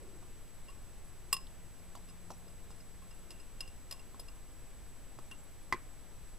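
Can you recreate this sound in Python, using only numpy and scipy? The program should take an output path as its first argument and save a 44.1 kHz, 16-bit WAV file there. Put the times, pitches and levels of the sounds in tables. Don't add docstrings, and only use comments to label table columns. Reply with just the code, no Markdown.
import sys
import numpy as np
from scipy import signal
from scipy.fft import rfft, irfft
from scipy.io import wavfile
from scipy.ndimage import uniform_filter1d

SR = 44100
rng = np.random.default_rng(int(sys.argv[2]) if len(sys.argv) > 2 else 0)


def nominal_scale(level):
    x = np.asarray(level, float) / 20
    return 10 ** x


def bounce(signal):
    frames = np.transpose(np.atleast_2d(signal))
    limited = np.clip(frames, -1, 1)
    pcm = np.round(limited * 32767).astype(np.int16)
    wavfile.write(sys.argv[1], SR, pcm)


N = 281358
TIME = np.arange(N) / SR
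HZ = np.fft.rfftfreq(N, 1 / SR)

# (frequency [Hz], level [dB per Hz])
FLOOR_COLOUR = [(3, -5), (16, 2), (33, -4), (107, -16), (153, -19.5), (313, -23.5), (1090, -31),
                (2200, -34.5), (4410, -39.5), (6770, -40.5), (9010, -37), (12000, -39), (13000, -42.5),
                (15400, -42)]
# (frequency [Hz], width [Hz], boost [dB])
FLOOR_RESONANCES = [(125, 18, 2), (6100, 170, 3.5), (10280, 180, -5.5), (10200, 300, 2)]
# (frequency [Hz], share [0-1])
SHARED_BY_PORTS = [(30, 1), (400, 0.99), (1700, 0.92), (4200, 0.65), (8000, 0.5), (10500, 0.3),
                   (14000, 0.8)]
PORT_OFFSET = [
    [.00333],
    [-.00115],
]

# (time [s], peak level [dB], centre [Hz])
FLOUR_SLIDES = [(0.2594, -60, 9930), (1.0445, -57, 9450), (1.0794, -60, 10000), (2.379, -56, 11400),
                (2.4994, -62, 8600), (2.5212, -57, 8730), (2.7594, -58, 9530), (2.9582, -60, 8680),
                (3.0694, -60, 9990), (4.1964, -44, 10600), (5.2244, -56, 8510), (5.2394, -65, 8370),
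                (5.2904, -62, 9650), (5.3244, -59, 10500), (5.434, -56, 10600)]
# (time [s], peak level [dB], centre [Hz])
RIM_SKIMS = [
    (2.309, -52, 5800),
    (2.335, -56.5, 5800),
    (1.96, -57, 4700),
    (5.385, -52, 7700),
    (5.4, -52, 7700),
    (4.194, -50, 14000),
]
# (time [s], peak level [dB], centre [Hz])
RIM_FLICKS = [
    (1.4695, -49, 3650),
    (1.468, -55, 9000),
]

BOWL_HZ = [55, 290, 365, 410, 740, 960, 1045, 1075, 1150, 1556, 1771, 1904, 2030, 2010, 2140, 2256, 2290,
           2900, 4037, 4420, 5090]
# (level [dB], time to fall 60 dB [s])
BOWL_MODES = [(-11, 0.12), (-17, 0.058), (-7.5, 0.08), (-34, 0.034), (-30, 0.028), (-24, 0.039),
              (0.5, 0.056), (-14.5, 0.13), (-22, 0.014), (-21, 0.069), (-20, 0.045), (-17, 0.032),
              (2.5, 0.036), (-28, .11), (-19, .03), (1, 0.017), (-17.5, 0.12), (-24, 0.022), (-29, .03),
              (-15.5, 0.034), (-12, 0.024)]
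# (time [s], peak level [dB], extra crack level [dB])
BOWL_BLOWS = [
    (5.7244, -19.5, 2),
    (5.733, -34, 8),
    (5.742, -39, 7),
]
# (frequency [Hz], level [dB], time to fall 60 dB [s])
BOWL_HUM = [(328, -61, 2.7), (363, -61, 1.4), (393, -57, 0.73), (482, -58, 0.35), (570, -61, 0.32),
            (1090, -73.5, 2.5)]

# (time [s], peak level [dB], centre [Hz], treble tick level [dB])
KNOCKS = [(0.226, -57, 1170, -62), (1.952, -48, 1074, -48), (1.972, -54, 780, -56),
          (2.304, -43.5, 1035, -48), (2.316, -53, 815, -51), (2.47, -58, 560, -72), (2.705, -56, 1030, -55),
          (4.145, -52.5, 1070, -62), (4.194, -53.5, 910, -54), (5.188, -49.5, 1080, -54),
          (5.26, -70, 900, -63), (5.312, -53.5, 1480, -50)]
# (ratio to centre [-], level [dB], time to fall 60 dB [s])
HOLLOW_MODES = [(.5, -10.5, 0.019), (.62, -1.5, 0.031), (.74, -17, 0.047), (.87, -3, 0.036), (1.0, 5, .022),
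                (1.17, -4, 0.026), (1.6, -11.5, 0.013)]

CUP_HZ = [900, 1062, 1115, 1300, 1870, 2300, 2700, 2762, 2775, 3300, 3700, 4450, 5055, 5090, 5243, 5450,
          5800, 7671, 7747, 8253, 8909, 9180, 9442, 10340, 10690, 11080, 12790, 13670, 14970]
# (level [dB], time to fall 60 dB [s]); close pairs beat, a hand damps some
CUP_MODES = [(-19, 0.043), (1.5, 0.19), (2.5, 0.08), (-33, 0.047), (-8, 0.035), (-52, 0.017), (-5.5, 0.057),
             (3, 0.054), (-9.5, 0.097), (-7.5, 0.043), (-8, 0.031), (-3, 0.015), (7.5, 0.039), (-20, 0.25),
             (-18, 0.037), (-14, 0.03), (-13, 0.021), (-5, 0.085), (12, 0.014), (1, 0.027), (-5, 0.075),
             (-30, 0.024), (0.5, 0.064), (-6, 0.057), (-0.5, 0.065), (-32, .05), (5, 0.038), (-3, 0.03),
             (-1, 0.028)]
FAMILY_EDGES_HZ = [1600, 3500, 6500]
# (frequency [Hz], level [dB])
CRACK_COLOUR = [(300, -6), (700, -1), (1500, -7.5), (2300, -3.5), (3700, -4.5), (5000, -2), (6500, -6.5),
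                (9000, -2), (12000, 0), (16500, -2)]
# (time [s], crack peak [dB], ring level [dB], family struck best [0-3], spread [families])
TAPS = [(0.6826, -55, -49.5, 0.93, 1.07), (0.6994, -44, -64, 1.2, 3.5), (1.3276, -13, -29, 1.1, 4.9),
        (1.341, -24, -39, 2.2, 0.8), (1.3655, -30, -43.5, 1.34, 1.4), (1.79, -54, -63, 2.2, 1.1),
        (2.0862, -41, -65, 1.6, 3.5), (2.0964, -49, -56, 2.3, 1.3), (2.4794, -43, -64, 2.4, 1.6),
        (2.712, -46, -57, 2.2, 1.3), (3.021, -43, -61, 0.087, 1.5), (3.3051, -32.5, -50.5, 1.73, 1),
        (3.3144, -38, -60, 1.4, 1.3), (3.6058, -27, -38, 1.88, 0.97), (3.9103, -24, -40.5, 1.65, 0.99),
        (3.9237, -27.5, -39, 2.14, 0.66), (3.9594, -45, -70, 2.5, 1.8), (4.1959, -31.5, -48, 2.1, 0.95),
        (4.2098, -50, -64, 1.5, 3.1), (4.283, -41, -55, 1.4, 1.3), (5.3128, -53.5, -42, 1.18, 0.46)]
# (time [s], ring level [dB])
REBOUNDS = [
    (2.8025, -60),
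    (3.1094, -58.5),
    (3.399, -57),
    (3.676, -53.5),
    (3.9938, -56),
]
# (time [s], frequency [Hz], level [dB], time to fall 60 dB [s])
LOOSE_GRIP = [
    (1.33, 2772, -46.5, 0.29),
    (1.335, 5090, -48, 0.28),
    (1.34, 10690, -59, 0.27),
    (3.112, 2772, -62, 0.2),
    (3.308, 2772, -59.5, 0.33),
    (3.61, 2772, -52, 0.3),
    (3.933, 2772, -61, 0.2),
    (5.316, 2772, -58, 0.2),
]


def spectrum(points, hz):
    at, value = np.transpose(points)
    return np.interp(np.log(hz + 1), np.log(at), value)


def hump(hz, centre_hz, sharp, power=4):
    return 1 / (1 + (sharp * np.log(hz / centre_hz)) ** power)


def noise(gain, size):
    x = irfft(rfft(rng.standard_normal(size)) * gain, size)
    return x / x.std()


def burst(gain, t, t60):
    return noise(gain, len(t)) * nominal_scale(-60 * t / t60) * (1 - np.exp(-t / 0.00079))


def ring(modes, db, t, rise_s, scatter_db, rough):
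    hz, _, t60 = np.transpose(modes)[:, :, None]
    chance = rng.standard_normal((3, len(modes), 1))
    chatter = np.repeat(rng.standard_normal((len(modes), len(t) // 128)), 128, axis=1)
    chatter = uniform_filter1d(chatter, size=128, axis=1)
    shake = 1 + rough * chatter * (1 - np.exp(-t / 0.0087))
    sines = np.sin(2 * np.pi * hz * (1 + 0.0029 * chance[0]) * t + 0.83 * chance[1])
    fading = nominal_scale(db[:, None] + scatter_db * chance[2] - 60 * t / t60)
    body = np.sum(fading * shake * sines, axis=0)
    return body * (1 - np.exp(-t / rise_s))


def add(out, s, sound):
    i = int(s * SR)
    out[i:i + len(sound)] += sound[:len(out) - i]


def floor():
    floor_db, top_hz = -59.5, 15250
    db = spectrum(FLOOR_COLOUR, HZ)
    for centre_hz, width_hz, boost_db in FLOOR_RESONANCES:
        db = db + boost_db * np.exp(-((HZ - centre_hz) / width_hz) ** 2)
    alike = np.clip(spectrum(SHARED_BY_PORTS, HZ), 0, 1)
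    band = (HZ > 100) & (HZ < 6000)
    gain = nominal_scale(db + floor_db) / np.sqrt(2 * np.sum(nominal_scale(db[band]) ** 2) / N)
    hiss = rfft(rng.standard_normal((3, N))) * gain * (HZ < top_hz)
    shared = irfft(hiss[0] * np.sqrt(alike), N)
    own = irfft(hiss[1:] * np.sqrt(1 - alike), N)
    return shared, own


def whine():
    whine_hz, whine_db = 7867.2, -66.5
    waver = 1 + 0.11 * noise(1 / (1 + (HZ / 30) ** 2), N)
    return nominal_scale(whine_db) * np.sqrt(2) * waver * np.sin(2 * np.pi * whine_hz * TIME)


def drone():
    drone_hz, drone_db, octave_db = 179.2, -68, -68.5
    on_s, off_s, fade_s, octave_wide_s = 1.28, 3.3, 0.25, 0.086
    load_s, load_wide_s, load_db = 2.23, 0.26, 5.5

    def bump(s, wide_s):
        return np.exp(-((TIME - s) / wide_s) ** 2)

    running = np.clip(np.minimum(TIME - on_s, off_s - TIME) / fade_s + 1, 0, 1)
    wander = noise(1 / (1 + (HZ / 4.07) ** 2), N)
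    phase = 2 * np.pi * np.cumsum(drone_hz + 1.79 * wander) / SR
    first = running * nominal_scale(drone_db + load_db * bump(load_s, load_wide_s))
    octave = nominal_scale(octave_db) * (bump(on_s, octave_wide_s) + bump(off_s, octave_wide_s))
    return np.sqrt(2) * (first * np.sin(phase) + octave * np.sin(2 * phase))


def flour():
    sift_per_s, sift_db, sift_scatter_db, sift_hz = 7, -61, 2.5, 9700
    out, t = np.zeros(N), TIME[:2048]
    hz = np.fft.rfftfreq(len(t), 1 / SR) + 1
    swell = t / 0.0043 * np.exp(1 - t / 0.0039)
    sift = []
    for k in range(int(sift_per_s * N / SR)):
        when, loud, pitch = rng.random(3)
        sift_level = sift_db + sift_scatter_db * (2 * loud - 1)
        sift.append(((k + when) / sift_per_s, sift_level, sift_hz * (1 + 0.08 * (pitch - 0.5))))
    for patches, sharp in ((FLOUR_SLIDES + sift, 9.5), (RIM_SKIMS, 22)):
        for s, db, centre_hz in patches:
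            add(out, s, nominal_scale(db - 5.5) * swell * noise(hump(hz, centre_hz, sharp), len(t)))
    for s, db, centre_hz in RIM_FLICKS:
        add(out, s, nominal_scale(db) * burst(hump(hz, centre_hz, 6.5, power=2), t, 0.02))
    return out


def bowl():
    out, t = np.zeros(N), TIME[:6144]
    hz = np.fft.rfftfreq(len(t), 1 / SR) + 1
    modes = np.column_stack([BOWL_HZ, BOWL_MODES])
    for s, db, bright_db in BOWL_BLOWS:
        add(out, s, ring(modes, modes[:, 1] + db - 6.0, t, 0.00064, 2.6, rough=1.0))
        add(out, s, nominal_scale(db + bright_db - 13) * burst(1 / (1 + (hz / 4000) ** 1.8), t, 0.031))
        add(out, s, nominal_scale(db - 29) * burst(hump(hz, 1700, 2.4), t, 0.23))
    hum_db = np.array(BOWL_HUM)[:, 1]
    add(out, 0, ring(BOWL_HUM, hum_db, TIME[:16384], 0.0044, 0, rough=0.92))
    return out


def knocks():
    out, t = np.zeros(N), TIME[:4096]
    hz = np.fft.rfftfreq(len(t), 1 / SR) + 1
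    hollow_db = np.array(HOLLOW_MODES)[:, 1]
    for s, db, centre_hz, tick_db in KNOCKS:
        modes = [(centre_hz * ratio, gain_db, t60) for ratio, gain_db, t60 in HOLLOW_MODES]
        add(out, s, ring(modes, hollow_db + db, t, 0.00013, 1.3, rough=0.83))
        add(out, s, nominal_scale(db - 7.5) * burst(hump(hz, 0.81 * centre_hz, 3.4), t, 0.14))
        add(out, s, nominal_scale(db - 7.5) * burst(hump(hz, 320, 2.6), t, 0.096))
        add(out, s, nominal_scale(tick_db) * burst(hump(hz, 5500, 1.3), t, 0.038))
    return out


def whisk():
    fall_db, deepest_db = 9, 19
    out, t = np.zeros(N), TIME[:6144]
    hz = np.fft.rfftfreq(len(t), 1 / SR)
    family = np.searchsorted(FAMILY_EDGES_HZ, CUP_HZ)
    mode_db, t60 = np.transpose(CUP_MODES)
    modes = np.transpose([CUP_HZ, mode_db, t60])
    lasting = t60 > 0.12
    mode_treble = np.clip(np.array(CUP_HZ) / 11500 - 1, 0, 1)
    crack_treble = np.clip(hz / 11500 - 1, 0, 1)
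    rebounds = [(s, db + 12, db, 1.66, 1.4) for s, db in REBOUNDS]
    for s, crack_db, ring_db, struck, spread in TAPS + rebounds:
        db = mode_db + ring_db - np.minimum(fall_db * ((family - struck) / spread) ** 2, deepest_db)
        db -= lasting * 0.68 * max(crack_db + 32.5, 0)
        soft_db = 2.1 * np.clip(-21.5 - crack_db, 0, 14)
        db -= soft_db * mode_treble * 4
        colour = nominal_scale(spectrum(CRACK_COLOUR, hz) - soft_db * crack_treble * 9)
        rise_s = 0.0006 * nominal_scale(np.clip(-0.8 * (crack_db + 30.5), 0, 16))
        crack = nominal_scale(crack_db - 16.5) * burst(colour, t, 0.053)
        add(out, s, ring(modes, db, t, rise_s, 1.5, rough=0.5) + crack)
    for s, sing_hz, db, t60_s in LOOSE_GRIP:
        add(out, s, ring([(sing_hz, db, t60_s)], np.array([db]), TIME[:12288], 0.008, 0, rough=0.7))
    return out


def kitchen(work):
    room_t60_s, room_db = 0.45, -27
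    t = TIME[:22050]
    tails = rng.standard_normal((2, len(t))) * nominal_scale(-60 * t / room_t60_s) * (t > 0.004)
    tails = signal.lfilter([1], [1, -0.3], tails)
    tails = tails / np.sqrt(np.sum(tails ** 2) / 2)
    return nominal_scale(room_db) * signal.fftconvolve(work[None], tails, axes=1)[:, :N]


def scene():
    left_lag_samples = 0.91
    shared, own = floor()
    work = bowl() + knocks() + whisk()
    right = shared + whine() + drone() + flour() + work
    left = irfft(rfft(right) * np.exp(-2j * np.pi * HZ * left_lag_samples / SR), N)
    return np.array([left, right]) + own + kitchen(work)


def top_cut(x):
    return signal.sosfilt(signal.butter(12, 16690, fs=SR, output="sos"), x)


def record(dry):
    cut = signal.sosfilt(signal.cheby1(8, 1, 15500, fs=SR, output="sos"), dry)
    return top_cut(cut + np.array(PORT_OFFSET))


dry = scene()
out = record(dry)
bounce(out)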